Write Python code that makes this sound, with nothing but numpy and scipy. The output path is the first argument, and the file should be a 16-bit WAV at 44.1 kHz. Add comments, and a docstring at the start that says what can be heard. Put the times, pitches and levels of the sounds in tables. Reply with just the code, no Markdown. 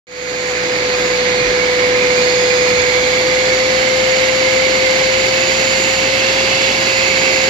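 """A loud motor hum and a rush of air fade in: a carpet cleaner, its plastic hand tool drawn over a sofa.
The unbalanced suction motor hums once a turn and whines at its blade and commutator rates.
Air roars through hose and tool; as the fabric seals the nozzle, the motor speeds up and the rush
brightens. A pump drones below, and the phone that listens close by is bumped twice."""
import sys
import numpy as np
from scipy import signal
from scipy.fft import irfft, next_fast_len
from scipy.io import wavfile
from scipy.ndimage import uniform_filter1d, minimum_filter1d

SR = 44100
rng = np.random.default_rng(int(sys.argv[2]) if len(sys.argv) > 2 else 0)


def generate_wav(sig):
    """Save sig (samples, or channels by samples) to the path in sys.argv[1] as 16-bit PCM at SR."""
    pcm = np.round(np.clip(np.atleast_2d(sig).T, -1, 1) * 32767).astype(np.int16)
    wavfile.write(sys.argv[1], SR, pcm)


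N = 330309
FFT_SIZE = next_fast_len(N, real=True)
TIME_S, FREQ_HZ = np.arange(N) / SR, np.maximum(np.fft.rfftfreq(FFT_SIZE, 1 / SR), 1)
AIR_DB = -19  # reference for the levels of air, pump, overtones and whines
SIDES = np.array([[.5], [-.5]])  # pan_db and lead_rad are left minus right


def undb(db):
    """Decibels to gain."""
    return 10 ** (np.asarray(db) / 20)


def curves(table):
    """Table columns, interpolated over time."""
    time_s, *columns = np.transpose(table)
    return [np.interp(TIME_S, time_s, column) for column in columns]


def walk(rate_hz, count=1024):
    """Random drift, spread near 1, with rate_hz new values a second."""
    return np.interp(TIME_S * rate_hz, np.arange(count), rng.standard_normal(count))


def pan(db):
    """Constant-power left and right gains."""
    gains = undb(SIDES * db)
    return gains / np.sqrt(np.mean(gains ** 2, axis=0))


def colour(table):
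    """Stereo gain per frequency, interpolated over log frequency."""
    freq_hz, *columns = np.transpose(table)
    level_db, pan_db = (np.interp(np.log(FREQ_HZ), np.log(freq_hz), column) for column in columns)
    return undb(level_db) * pan(pan_db)


def noise():
    """Spectrum of fresh white noise at 0 dB per Hz."""
    real, imag = rng.standard_normal((2, len(FREQ_HZ)))
    return (real + 1j * imag) * np.sqrt(FFT_SIZE * SR) / 2


def wave(spectrum):
    """Spectrum to waveform."""
    return irfft(spectrum, FFT_SIZE)[..., :N]


def resonate(modes, seal, flicker_db):
    """One flickering noise band per mode; seal_db is its level change at full seal."""
    out = 0
    for pitch_hz, width_hz, peak_db, seal_db, pan_db, lead_rad in modes:
        detuning = (FREQ_HZ - pitch_hz ** 2 / FREQ_HZ) / width_hz
        band = noise() / np.sqrt(1 + detuning ** 2) ** 3  # cubed for deep valleys
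        stereo = wave(band * pan(pan_db) * np.exp(1j * lead_rad * SIDES))
        out += stereo * undb(peak_db + seal_db * seal + flicker_db * walk(25))
    return out


# Pump and mains tones: pitch_hz, level_db, seal_db
PUMP_TONES = [(58.1, -23, -0.5), (100, -30, 7), (120, -21.5, 0.5), (180, -19.5, -5), (198.5, -28, 3),
              (240, -31, 8)]

def pump(seal, waver_db=1.0):
    """Pump and mains shake the housing, alike in both channels."""
    out = 0
    for pitch_hz, level_db, seal_db in PUMP_TONES:
        tone = np.sqrt(2) * np.sin(2 * np.pi * (pitch_hz * TIME_S + rng.random()))
        out += tone * undb(level_db + seal_db * seal + waver_db * walk(19))
    return out


# Knocks, two per bump: start_s, pitch_hz, level_db, t60_s
KNOCKS = [(1.403, 137, -15.5, 0.16), (1.45, 45, -22.5, .35), (2.71, 120, -22, .16), (2.776, 85, -18, 0.16)]

def bumps(rise_s=0.013, slip_rad=0.9):
    """A hand knocks the phone: dull, damped swings, uneven as the skin slips."""
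    out = 0
    for start_s, pitch_hz, level_db, t60_s in KNOCKS:
        age_s = np.maximum(TIME_S - start_s, 0)
        envelope = (1 - np.exp(-age_s / rise_s)) * undb(level_db - 60 * age_s / t60_s)
        out += envelope * np.sin(2 * np.pi * pitch_hz * age_s + slip_rad * walk(pitch_hz / 2))
    return out


# Exhaust spectrum: freq_hz, density_db, pan_db
ROAR_SPECTRUM = [(25, -66, 7), (48, -47.5, 3.5), (155, -41.5, 1.5), (310, -36, -1.5), (610, -37, 0.5),
                 (843, -36, -1.5), (1016, -39, 2), (1600, -49.5, -2.5), (2740, -37, -4.5),
                 (3100, -39.5, -1), (3140, -41, -4), (3440, -39, -3), (3750, -38.5, -8), (3930, -37.5, -8),
                 (4840, -44, 13), (5500, -46, 4), (7910, -55.5, -3.5), (8540, -92, -18)]
# Exhaust swell: time_s, gain_db
ROAR_SWELL = [(0.2, 0), (1.55, 0.5), (2.0, 1), (2.95, 0.5), (5.35, 1.5), (5.9, 1), (6.75, 2), (7.0, 1.5),
              (7.4, 2)]

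def exhaust_roar(merge_hz=620, direct_share=0.19, left_lag_s=0.00023):
    """Exhaust air: coherent in the bass; higher up the room scatters all but a small direct share."""
    gain_db, = curves(ROAR_SWELL)
    coherence = np.clip(direct_share + (1 - direct_share) / (1 + (FREQ_HZ / merge_hz) ** 4), 0, .99)
    delay = np.exp(-2j * np.pi * FREQ_HZ * left_lag_s * np.array([[1], [0]]))
    direct = np.sqrt(coherence) * noise() * delay
    scattered = np.sqrt(1 - coherence) * np.array([noise(), noise()])
    return wave(colour(ROAR_SPECTRUM) * (direct + scattered)) * undb(gain_db)


# Housing and hose modes: pitch_hz, width_hz, peak_db, seal_db, pan_db, lead_rad
HOUSING_MODES = [(387, 36, -37.5, -9, 5, -0.62), (548, 90, -36.5, -6, 2, -.7), (738, 18, -35, 3, -2, -1),
                 (1027, 98, -37.5, -4.5, -1, -1.2), (1152, 16, -41, 6, 0, -1), (1254, 24, -38, 0, 0, -1),
                 (1776, 44, -39, 4, -6, 1)]
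HOSE_MODES = [(372, 320, -35, -6, 2, -0.5), (1237, 490, -38.5, -3, 31, -1), (1693, 800, -32.5, -1, -11, 2),
              (2058, 510, -30, -2.5, -17.5, 2.5), (4615, 1350, -42.5, 7, -6.5, 0.4),
              (5890, 360, -45, 5.5, 0, -1.4), (6360, 580, -50.5, 6, 18, -1.5)]

def ducts(seal, clearance):
    """Turbulence rings the motor housing and hose, slightly louder with the nozzle off the fabric."""
    return resonate(HOUSING_MODES + HOSE_MODES, seal, flicker_db=0.9) * undb(clearance)


# Tool body and throat modes: pitch_hz, width_hz, peak_db, seal_db, pan_db, lead_rad
BODY_MODES = [(4275, 240, -35, -4, -10, -1.4), (4630, 380, -39.5, 2, -20, -.2)]
THROAT_MODES = [(2110, 270, -28, 3.2, -15.5, 2.5), (2270, 270, -26, -0.8, -13, 2.2)]
# Drive of body and throat: time_s, gain_db
BODY_DRIVE = [(.3, 1.5), (.58, -2), (.75, 2), (1.05, 0), (1.3, 2), (1.7, -3.5), (2.05, -3), (2.25, 5.5),
              (2.5, 2.5), (2.75, 4), (3.9, -1), (5, 0.5), (6.1, -1.5), (7.1, 1.5)]
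THROAT_DRIVE = [(.2, -3), (1.5, -3.5), (1.65, -6), (2.05, 1), (2.35, -5.5), (2.8, 2.3), (3.95, -1.5),
                (4.5, 1), (5.3, -1), (6.4, -2.5), (6.6, -1.5), (7.2, 0)]

def hand_tool(seal):
    """Air rings the tool's body, and a jet sings in its throat."""
    body_db, = curves(BODY_DRIVE)
    throat_db, = curves(THROAT_DRIVE)
    body = resonate(BODY_MODES, seal, flicker_db=2.0) * undb(body_db)
    throat = resonate(THROAT_MODES, seal, flicker_db=0.16) * undb(throat_db)
    return body + throat


# Lip and slot modes: pitch_hz, width_hz, peak_db, seal_db, pan_db, lead_rad
LIP_MODES = [(6560, 340, -42, 0, -12, 2.7), (6735, 100, -39.5, -1.5, -14, 3.2),
             (6960, 300, -40.5, 3, -23, 2.5), (7210, 260, -43.5, 2.5, -18, 3)]
SLOT_MODES = [(367, 70, -42.5, 3.9, 4.5, -0.26), (2660, 790, -42.5, 5.3, -6.5, 1)]
# Lip hiss: time_s, gain_db
HISS_SWELL = [(0.2, 5), (0.5, 4), (0.55, 1), (0.85, 0.5), (1.1, 4), (1.25, -2), (1.55, -2), (1.65, -1),
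              (1.95, -1), (2.3, 5), (3.3, 2.8), (5.1, 2.5), (5.9, 7), (6.1, 1.5), (7.0, 3.5), (7.4, 4.5)]
# Air over the fibres: freq_hz, density_db, pan_db
SPRAY_SPECTRUM = [(7000, -86, 2), (8570, -88, 3), (10020, -60.5, 2), (10100, -73, 6), (11440, -61, 9),
                  (12630, -70, 0), (14100, -87, -13)]

def nozzle(seal, clearance, grip_db=6):
    """Air hisses at the lip, sprays over the fibres and nearly whistles as fabric closes the slot."""
    hiss_db, = curves(HISS_SWELL)
    hiss = resonate(LIP_MODES, seal, flicker_db=1.0) * undb(hiss_db)
    whistle = resonate(SLOT_MODES, seal, flicker_db=1.0) * undb(grip_db * seal ** 4 - 11 * clearance)
    spray = wave(colour(SPRAY_SPECTRUM) * np.array([noise(), noise()]))
    spray_db = 3.0 * seal ** 2 + 0.4 * hiss_db + walk(90)
    return hiss + whistle + spray * undb(spray_db)


# Bands of whistling hiss: start_s, end_s, pitch_hz, width_hz, peak_db, pan_db, lead_rad
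PASSING_BANDS = [(0.05, 1.55, 2430, 260, -32, -10, 2.1), (1.1, 1.55, 4400, 460, -38, -10, -1),
                 (1.18, 1.45, 3520, 420, -37, -10, -3), (1.56, 1.9, 2220, 85, -22.5, -18, 2.3),
                 (1.6, 1.9, 2350, 110, -28, -15, 2.2), (1.9, 2.85, 2410, 260, -29, -12, 2.1),
                 (2.1, 2.95, 5030, 260, -40.5, -20, 0), (2.15, 3.7, 3440, 170, -37, -9, -1),
                 (2.2, 4.3, 6280, 360, -46, -8, -1.5), (2.85, 3.45, 3350, 360, -37, -10, -1),
                 (3.7, 6.3, 3000, 650, -37.5, -18, 0), (3.6, 5.0, 2630, 130, -35, -5, 1.9),
                 (4.4, 4.95, 2130, 120, -27, -15, 2.5), (5.0, 6.1, 2620, 120, -29.5, -5, 2),
                 (5.35, 6.05, 6840, 170, -36, -18, 2), (5.45, 7.0, 7480, 440, -48, -10, 3),
                 (6.1, 6.35, 2640, 260, -32, -5, 1.1), (6.35, 6.75, 2690, 280, -27.5, -5, 1.1),
                 (6.1, 6.85, 3295, 120, -32, -8, -1.1), (6.2, 6.75, 3470, 200, -34, -13, -2.3),
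                 (6.45, 6.75, 2985, 120, -28.5, -7, -1.1), (6.8, 7.6, 6860, 130, -33.5, -18, 2.1),
                 (6.85, 7.6, 2600, 340, -28.5, -12, 1.6), (6.9, 7.3, 4130, 260, -37, -4, .2),
                 (6.9, 7.6, 3250, 140, -35, -8, -1.1), (7.0, 7.4, 2260, 170, -26.5, -15, 2.2)]

def passing_bands(fade_s=0.11):
    """Narrow bands of whistling hiss come and go, each at its own pitch."""
    out = 0
    for start_s, end_s, pitch_hz, width_hz, peak_db, pan_db, lead_rad in PASSING_BANDS:
        envelope = np.clip(.5 + np.minimum(TIME_S - start_s, end_s - TIME_S) / fade_s, 0, 1)
        mode = (pitch_hz, width_hz, peak_db, 0, pan_db, lead_rad)
        out += envelope * resonate([mode], seal=0, flicker_db=2.0)
    return out


# Hum and whines, shifting as the phone moves through standing waves: time_s, level_db, pan_db
HUM_SWELL = [(0.2, -18, -0.2), (0.55, -18.5, 1.5), (1.4, -17.5, 0), (2.2, -15, 0.6), (3.05, -17, 1),
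             (4.2, -16.5, 8.5), (5.05, -17, 9), (5.75, -21, 8), (6.3, -19.8, 7), (6.85, -23, 6),
             (7.4, -20, 5.5)]
LOW_WHINE_SWELL = [(.35, -18, 2), (.8, -15, 7), (1.2, -16.3, -1), (1.4, -24, -3), (1.75, -15.5, -3),
                   (1.97, -20, -2), (2.25, -12, -2), (2.6, -11.5, -6), (3.05, -22, 0), (3.55, -16.5, 3),
                   (4.1, -19, -4), (4.4, -21, 8), (5.0, -22, 8), (5.8, -23, -2), (6.2, -19.5, 5),
                   (6.7, -21, 10), (7.1, -23, -3), (7.4, -19, -1)]
HIGH_WHINE_SWELL = [(.35, -12.5, -9), (.6, -19, -11), (1.45, -15, -2.5), (1.85, -25, 0), (2.2, -12.7, -11),
                    (2.95, -15, -9), (3.2, -21, -10), (3.95, -21, -6), (4.15, -15, -13), (4.5, -18, -13),
                    (5.4, -21, -13), (5.65, -16, -17), (6.05, -22, -17), (6.3, -18, -17), (6.65, -25, -10),
                    (6.95, -16, -18), (7.35, -14, -16)]
# Hum overtones: shaft_multiple, level_db, pan_db, seal_db
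HUM_OVERTONES = [(2, -26.5, 0, 5), (5, -38, 3, 20)]

def motor(shaft_hz, seal, jitter=0.000576, hum_lead_rad=-0.73, waver_db=2.5, tremble_db=1.6):
    """Imbalance hums once a turn with faint overtones; blades and commutator add trembling whines."""
    shaft_rad = 2 * np.pi * np.cumsum(shaft_hz * (1 + jitter * walk(24.8))) / SR
    hum_db, hum_pan_db = curves(HUM_SWELL)
    throb_db = 0.7 * walk(55) + 0.34 * walk(160, count=4096)
    out = np.sin(shaft_rad + hum_lead_rad * SIDES) * pan(hum_pan_db) * undb(hum_db + throb_db)
    partials = [(multiple, multiple * hum_lead_rad, db + seal_db * seal + waver_db * walk(7), pan_db)
                for multiple, db, pan_db, seal_db in HUM_OVERTONES]
    whines = [(10, 1.25, *curves(LOW_WHINE_SWELL)), (13, 2.4, *curves(HIGH_WHINE_SWELL))]
    for multiple, lead_rad, level_db, pan_db in partials + whines:
        gain = undb(AIR_DB + level_db + tremble_db * np.array([walk(41), walk(45)]))
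        wander_rad = .35 * np.array([walk(6), walk(6.5)])  # shifting reflections at each microphone
        out += np.sin(multiple * shaft_rad + lead_rad * SIDES + wander_rad) * pan(pan_db) * gain
    return np.sqrt(2) * out


# Suction motor speed: time_s, shaft_hz
SHAFT_SPEED = [(0, 498.3), (2.87, 498.2), (3.25, 507.8), (3.75, 514.7), (4.4, 518.2), (4.9, 518.8),
               (5.5, 524), (6.5, 529.5), (6.8, 529.6), (7.49, 523.5)]

def scene(open_hz=498, sealed_hz=527, touchdown_s=1.9, flutter_db=0.33):
    """Air, pump, motor and bumps; a choked fan runs faster, so shaft speed gives the seal."""
    shaft_hz, = curves(SHAFT_SPEED)
    seal = np.clip((shaft_hz - open_hz) / (sealed_hz - open_hz), 0, 1)
    clearance = np.maximum(touchdown_s - TIME_S, 0) / 4.2  # nozzle nears the fabric, then rests on it
    rush = exhaust_roar() + ducts(seal, clearance) + hand_tool(seal) + nozzle(seal, clearance)
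    air = (rush + passing_bands()) * undb(flutter_db * walk(45))
    return (air + pump(seal)) * undb(AIR_DB) + motor(shaft_hz, seal) + bumps()


def record(dry, start_s=.069, start_db=-32, fade_tau_s=0.44, ceiling=.93, cutoff_hz=14200):
    """The phone opens its microphones, fades them up, limits the peaks and cuts the top."""
    age_s = np.maximum(TIME_S - start_s, 0)
    fade = 1 - (1 - undb(start_db)) * np.exp(-age_s / fade_tau_s)
    heard = dry * (age_s > 0) * fade
    headroom = ceiling / np.maximum(np.abs(heard), ceiling)
    limiter_gain = uniform_filter1d(minimum_filter1d(headroom, size=65), size=65)
    lowpass = signal.ellip(8, .2, 70, cutoff_hz, fs=SR, output="sos")
    return signal.sosfilt(lowpass, heard * limiter_gain)


dry = scene()
out = record(dry)
generate_wav(out)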